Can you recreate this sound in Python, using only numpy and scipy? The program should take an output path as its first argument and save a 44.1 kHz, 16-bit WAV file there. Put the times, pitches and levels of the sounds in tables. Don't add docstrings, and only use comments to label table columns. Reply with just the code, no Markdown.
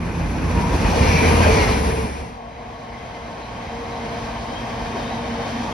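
import sys
import numpy as np
from scipy import signal
from scipy.fft import rfft, irfft, next_fast_len
from scipy.io import wavfile
from scipy.ndimage import map_coordinates

SR = 44100
rng = np.random.default_rng(int(sys.argv[2]) if len(sys.argv) > 2 else 0)


def pcm_store(signal):
    levels = np.round(np.clip(np.atleast_2d(signal), -1, 1) * 32767)
    wavfile.write(sys.argv[1], SR, levels.astype(np.int16).T)


N = 252693
T = np.arange(N) / SR
HZ = np.maximum(np.fft.rfftfreq(N, 1 / SR), 1)
SOUND_M_S, TOP_HZ = 343, 13500

# mixing likeness and balance by pitch (likeness is held to -0.9..0.995)
# pitch_hz, likeness, left_minus_right_db
STEREO_IMAGE = [(60, 1, -2), (250, 0.92, -1.5), (480, 0.51, 2), (890, 0.76, 1.6), (1310, 0.14, -0.5),
                (1880, 0.29, -1), (2340, 0.78, 1), (3260, 0.22, 4), (4770, 0.68, 0), (6260, 0.084, 2),
                (7830, -2.35, 3.5), (10040, 1, -1), (14000, -1, 1)]
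# start_s, right_channel_lag_ms
BEARING = [(0, 0.047), (.7, 0.021), (1.1, 0.34), (1.5, 0.31), (2.1, 0.37), (2.6, 0.21), (3.4, 0.12),
           (4.2, 0.09), (5.73, 0.011)]

FAR_NOSE_S, FAR_M_S, FAR_TRACK_M, FAR_LENGTH_M = 3.4, 18.7, 33.4, 350
NEAR_NOSE_S, NEAR_M_S, NEAR_TRACK_M, NEAR_LENGTH_M = 0.9, 35, 7.5, 56
NEAR_GONE_S, FAR_FULL_S, FADE_S = 2.404, 2.1, 1.12

# pitch_hz, relative_level_db (per Hz)
FAR_COLOUR = [(20, -31), (45, 2.5), (130, -0.5), (270, -3), (370, -7), (580, -3.5), (740, -2), (1120, -7),
              (1300, -13.5), (2050, -14), (2520, -15.5), (2800, -21), (5400, -23.5), (8000, -32),
              (11500, -40.5), (13000, -45)]
NEAR_COLOUR = [(20, -26), (48, 4.5), (110, -3), (230, -4), (360, -10), (520, -8), (1000, -6), (1350, -17),
               (2500, -25.5), (3500, -27.5), (5900, -29.5), (8000, -34.5), (10500, -36), (12000, -43),
               (13000, -49.5)]
# pitch_hz, width_hz, height_db (above the rolling noise)
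FAR_MODES = [(243, 75, 2.8), (708, 51, 5.3), (924, 35, 7), (1108, 45, 6.2), (1560, 63, 1.9),
             (3140, 250, 5.3), (4770, 88, 2.9)]
NEAR_MODES = [(474, 110, 7), (930, 310, 2), (2455, 270, 5.5), (5680, 400, 3.2)]
# level_db (at 0 dB swell),
# steepness (of the swell; 1 = spreading alone), flutter_db
FAR_PARTS = [(-28.5, 2.69, 0.66), (-27.5, 2.19, 0.71), (-33, 2.99, 0.53), (-37, 3.62, 0.48)]
NEAR_PARTS = [(-18, 0.47, 1), (-20, 1.024, 0.82), (-27, 0.94, 1.16), (-30.5, 1.17, 0.95)]
FAR_CROSSOVERS_HZ, NEAR_CROSSOVERS_HZ = [486, 1274, 3000], [358, 1430, 2680]
# centre_s, length_s, rise_db
FAR_SURGES = [(3.1, 0.14, 0.29), (4.14, 0.22, 0.53), (4.98, 0.067, 0.12), (5.48, 0.066, 0.27)]
NEAR_SURGES = [(1.09, 0.078, 0), (1.63, 0.34, 2.5)]

# pitch_hz, scatter_hz, level_db (relative to the wheel ring part)
FAR_RINGS = [(2060, 140, -11), (3900, 150, -17.5)]
# start_s, pitch_factor
FAR_DOPPLER = [(2.2, 1), (3.3, 1.02), (4.4, .995), (5.73, 0.91)]
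# start_s, line_level_db, octave_level_db
HUM_LEVELS = [(2.3, -47.5, -50.5), (2.75, -46, -46.5), (3.55, -46.5, -48.5), (3.8, -40.5, -33.5),
              (3.97, -40.5, -39), (4.14, -32, -34), (4.33, -37.5, -46), (4.6, -38, -46), (4.8, -37.5, -40),
              (5.02, -31.5, -38.5), (5.15, -36.5, -44), (5.38, -31, -35), (5.5, -37.5, -40.5),
              (5.6, -29, -47), (5.73, -39, -40)]
HUM_HZ, DRONE_DB = 232.6, -43.5

# centre_s, pitch_hz, length_s, level_db
BUMPS = [(.75, 343, 0.05, -27.5), (1.0, 490, 0.035, -26), (1.0, 234, 0.21, -27), (1.155, 160, 0.024, -20.5),
         (1.491, 343, 0.048, -35), (1.475, 591, 0.03, -23), (1.525, 555, 0.034, -28),
         (1.598, 465, 0.031, -23), (1.786, 239.3, 0.19, -30.5), (4.2, 140.8, 0.12, -38.5),
         (4.96, 390, 0.045, -32), (5.57, 255, 0.06, -33), (5.688, 791, 0.032, -30)]
# centre_s, pitch_hz, glide_hz_per_s, length_s, level_db, roughness (0-1)
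SQUEALS = [(0.64, 954, 60.5, 0.14, -29.5, 0.6), (1.066, 920, 296, 0.05, -33, 0.6),
           (1.351, 946, 199.5, 0.051, -27, 0.6), (1.326, 1200, 2, 0.062, -35, 0.8),
           (1.447, 1580, -1.5, 0.071, -31, 0.8), (1.623, 2130, -900, 0.05, -29, 0.5),
           (2.236, 2054, -300, 0.06, -47.5, 0.8), (2.986, 2046, -200, 0.059, -46, 0.5),
           (3.18, 2070, 0, 0.06, -45, 0.9), (4.045, 2070, -500, 0.064, -45, 0.9),
           (4.577, 3195, 500, 0.03, -41.5, 0.5), (5.13, 3880, 0, 0.07, -46, 0.8)]

# start_s, pitch_hz, level_db
GROWL = [(0.8, 470, -60), (1.11, 457, -27.5), (1.22, 460, -28), (1.34, 463, -20.5), (1.42, 460, -34),
         (1.48, 445, -19.5), (1.59, 436, -24), (1.68, 430, -35), (1.86, 448, -36), (1.95, 453, -26),
         (2.06, 438, -36), (2.4, 430, -73)]
ENGINE_PASSES_S, FIRING_HZ = 1.64, 75.3
ENGINE_DB, SECOND_DB = -12, -19
# multiple (of the firing rate), level_db (relative to the firing line)
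ENGINE_ORDERS = [(2.5, -17.5), (3, -15.5), (4, -20)]
ABREAST_DIP_DB, ABREAST_M = -13, 4.9

# passes_s, level_db
WHEELSETS = [(1.12, -28.5), (1.33, -34.5), (1.6, -27)]
# pitch_hz, relative_level_db (per Hz)
WHEEL_COLOUR = [(700, -37), (1300, -6), (2450, 2.5), (3000, -4), (3600, -10.5), (6100, -7.5), (7500, -33),
                (13000, -45)]
# passes_s, pitch_hz, glide_hz_per_s, length_s, level_db
BOGIES = [(1.18, 2358, -300, 0.17, -26), (1.541, 2320, -1800, 0.13, -29)]
UPPER_RING_HZ, UPPER_RING_DB = 5700, -12
# passes_s, pitch_hz (at rest), level_db (alongside)
TURBOS = [(1.36, 10140, -45), (1.975, 9980, -41)]
TURBO_M, TURBO_WIDTH_HZ, TURBO_BEAM = 9.5, 220, 2.3
RUSH_DB, RUSH_WIDTH_HZ = 1, 1400


def undb(db):
    return 10 ** (np.asarray(db) / 20)


def curves(table):
    s, *columns = np.transpose(table)
    return [np.interp(T, s, column) for column in columns]


def spectra(table):
    hz, *columns = np.transpose(table)
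    return [np.interp(np.log(HZ), np.log(hz), column) for column in columns]


def unit(x):
    return x / np.sqrt(np.mean(np.abs(x) ** 2))


def walk(rate):
    step = max(int(SR / rate / 20), 1)
    size = next_fast_len(N // step + 2, real=True)
    hz = np.fft.rfftfreq(size, step / SR)
    smoothing = np.exp(-.5 * (hz / rate) ** 2)
    coarse = irfft(rfft(rng.standard_normal(size)) * smoothing, size)
    return unit(np.interp(np.arange(N) / step, np.arange(size), coarse))


def cycle(hz):
    return 2 * np.pi * np.cumsum(hz) / SR


def tone(phase, rough, width_hz):
    rough = np.clip(rough, 0, 1)
    scatter = (walk(width_hz) + 1j * walk(width_hz)) / np.sqrt(2)
    envelope = np.sqrt(1 - rough) + np.sqrt(rough) * scatter
    return np.sqrt(2) * np.real(envelope * np.exp(1j * phase))


def bell(s, length):
    return np.exp(-.5 * ((T - s) / (0.64 * length)) ** 2)


def note(s, hz, glide, length, db, rough, spread):
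    pitch = hz + glide * np.clip(T - s, -2 * length, 2 * length)
    return tone(cycle(pitch), rough, spread * hz) * undb(db) * bell(s, length)


def fade(progress):
    return np.clip(progress, 0, 1)


def resonances(modes):
    return undb(sum(db / (1 + (2 * (HZ - hz) / width_hz) ** 2) for hz, width_hz, db in modes))


def wheel_modes(count, width_hz, height_db):
    draws = rng.random((count, 2))
    return [(1200 + 5500 * (k + place) / count, width_hz, height_db * size)
            for k, (place, size) in enumerate(draws)]


def bend(x, pitch):
    return map_coordinates(x, [np.cumsum(pitch * np.ones(N))], order=3, mode="mirror")


def pair(direct, diffuse):
    likeness, balance_db = spectra(STEREO_IMAGE)
    likeness = np.clip(likeness, -.9, .995)
    sides = np.array([[1], [-1]])
    shared = rfft(direct) * np.sqrt((1 + likeness) / 2)
    opposed = sides * rfft(diffuse) * np.sqrt((1 - likeness) / 2)
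    return irfft((shared + opposed) * undb(sides * balance_db / 2), N)


def aim(x):
    lag_ms, = curves(BEARING)
    return np.array([x[0], np.interp(T - lag_ms / 1000, T, x[1])])


def train_db(nose_s, speed, track_m, length_m):
    nose_m = speed * (T - nose_s)
    tail_m = nose_m - length_m
    angle = np.arctan(nose_m / track_m) - np.arctan(tail_m / track_m)
    return 10 * np.log10(angle / np.pi)


def surges_db(table):
    return sum(db * bell(s, length) for s, length, db in table)


def fly_by(passes_s, track_m):
    along = NEAR_M_S * (T - passes_s)
    distance = np.hypot(along, track_m)
    doppler = 1 / (1 + NEAR_M_S / SOUND_M_S * along / distance)
    return along, track_m / distance, doppler


def rolling(swell_db, levels, crossovers_hz, colour, modes, drift, flutter_rate):
    noise = pair(*rng.standard_normal((2, N)))
    steady = irfft(rfft(noise) * undb(spectra(colour)[0]) * resonances(modes), N)
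    pitch = 1 + drift * walk(3)
    rest = rfft(np.array([bend(side, pitch) for side in steady]))
    parts = []
    for hz in crossovers_hz:
        below = 1 / (1 + (HZ / hz) ** 10)
        parts.append(irfft(rest * below, N))
        rest = rest * (1 - below)
    parts.append(irfft(rest, N))
    load = walk(flutter_rate)
    moving = []
    for part, (db, steepness, flutter_db) in zip(parts, levels):
        flutter = flutter_db * (.5 * load + walk(flutter_rate))
        moving.append(unit(part) * undb(db + steepness * swell_db + flutter))
    rumble, roar, ring, hiss = moving
    return aim(rumble + roar) + ring + hiss


def hum(swell_db):
    phase = cycle(HUM_HZ * (1 + 0.00402 * walk(6)))
    line_db, octave_db = curves(HUM_LEVELS)
    line = tone(phase, rough=0.25, width_hz=12) * undb(line_db)
    octave = tone(2 * phase, rough=0.13, width_hz=16) * undb(octave_db)
    drone = tone(phase / 4, rough=0.48, width_hz=11.0)
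    drone_octave = undb(6.5 + 3.2 * swell_db) * tone(phase / 2, rough=0.4, width_hz=17)
    return line + octave + (drone + drone_octave) * undb(DRONE_DB)


def far_wheels(swell_db):
    doppler, = curves(FAR_DOPPLER)
    ring_db, steepness, _ = FAR_PARTS[2]
    rings = 0
    for hz, scatter_hz, db in FAR_RINGS:
        phase = cycle(hz * doppler * (1 + 0.00601 * walk(4)))
        level_db = ring_db + steepness * swell_db + db + 3.8 * walk(7)
        rings = rings + tone(phase, 0.98, scatter_hz) * undb(level_db)
    return rings


def bumps():
    return sum(note(s, hz, 0, length, db, rough=0.94, spread=0.15) for s, hz, length, db in BUMPS)


def squeals():
    return sum(note(*row, spread=0.023) for row in SQUEALS)


def growl():
    hz, db = curves(GROWL)
    return tone(cycle(hz), rough=0.35, width_hz=34) * undb(db)


def bogies():
    rings = 0
    for s, hz, glide, length, db in BOGIES:
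        rasp = note(s, hz, glide, length, db, rough=0.97, spread=0.055)
        upper = note(s, UPPER_RING_HZ, 0, length, db + UPPER_RING_DB, rough=1, spread=0.028)
        rings = rings + rasp + upper
    return rings


def whistle(passes_s, hz, db):
    _, gain, doppler = fly_by(passes_s, TURBO_M)
    phase = cycle(hz * doppler)
    thin = tone(phase, 1, TURBO_WIDTH_HZ)
    rush = undb(RUSH_DB) * tone(phase, 1, RUSH_WIDTH_HZ)
    return (thin + rush) * undb(db) * gain ** TURBO_BEAM


def turbos():
    return sum(whistle(*car) for car in TURBOS)


def high_notes():
    return bogies() + turbos()


def wheelset(passes_s, db, beam):
    _, gain, doppler = fly_by(passes_s, NEAR_TRACK_M)
    modes = wheel_modes(count=30, width_hz=57, height_db=19)
    colour = undb(spectra(WHEEL_COLOUR)[0]) * resonances(modes)
    ring = unit(irfft(rfft(pair(*rng.standard_normal((2, N)))) * colour, N))
    passing = np.array([bend(side, doppler) for side in ring])
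    return passing * gain ** beam * undb(db + 2 * walk(40))


def wheelsets():
    return sum(wheelset(s, db, beam=2.8) for s, db in WHEELSETS)


def engine():
    along, gain, doppler = fly_by(ENGINE_PASSES_S, NEAR_TRACK_M)
    phase = cycle(FIRING_HZ * doppler * (1 + 0.0083 * walk(8.8)))
    firing = tone(phase, rough=0.014, width_hz=8)
    overtones = sum(undb(order_db) * tone(order * phase, rough=0.25, width_hz=8.5)
                    for order, order_db in ENGINE_ORDERS)
    second = undb(SECOND_DB) * tone(2 * phase, rough=0.4, width_hz=8.0) * (1 - gain)
    dip_db = ABREAST_DIP_DB * np.exp(-(along / ABREAST_M) ** 2)
    return ((firing + overtones) * gain ** 1.19 + second) * undb(ENGINE_DB + dip_db)


def scene():
    far_fade = fade(1 + (T - FAR_FULL_S) / FADE_S)
    near_fade = fade((NEAR_GONE_S - T) / FADE_S)
    far_db = train_db(FAR_NOSE_S, FAR_M_S, FAR_TRACK_M, FAR_LENGTH_M) + surges_db(FAR_SURGES)
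    near_db = train_db(NEAR_NOSE_S, NEAR_M_S, NEAR_TRACK_M, NEAR_LENGTH_M) + surges_db(NEAR_SURGES)

    far_modes = [*FAR_MODES, *wheel_modes(count=40, width_hz=34, height_db=5.0)]
    far = rolling(far_db, FAR_PARTS, FAR_CROSSOVERS_HZ, FAR_COLOUR, far_modes,
                  drift=0.016, flutter_rate=15)
    far = far + pair(far_wheels(far_db), far_wheels(far_db))

    near_modes = [*NEAR_MODES, *wheel_modes(count=40, width_hz=10, height_db=9.0)]
    near = rolling(near_db, NEAR_PARTS, NEAR_CROSSOVERS_HZ, NEAR_COLOUR, near_modes,
                   drift=0.012, flutter_rate=14)
    near = near + wheelsets() + pair(high_notes(), high_notes())

    low = hum(far_db) * far_fade + bumps() + growl() + engine() * near_fade
    return far * far_fade + near * near_fade + aim([low, low]) + pair(squeals(), squeals())


def record(dry):
    edges = np.clip(np.minimum(T, T[-1] - T) / .004, 0, 1)
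    thinned = signal.sosfilt(signal.butter(2, 30, "high", fs=SR, output="sos"), dry)
    top_cut = signal.ellip(8, .2, 70, TOP_HZ, fs=SR, output="sos")
    return signal.sosfilt(top_cut, thinned * edges)


dry = scene()
out = record(dry)
pcm_store(out)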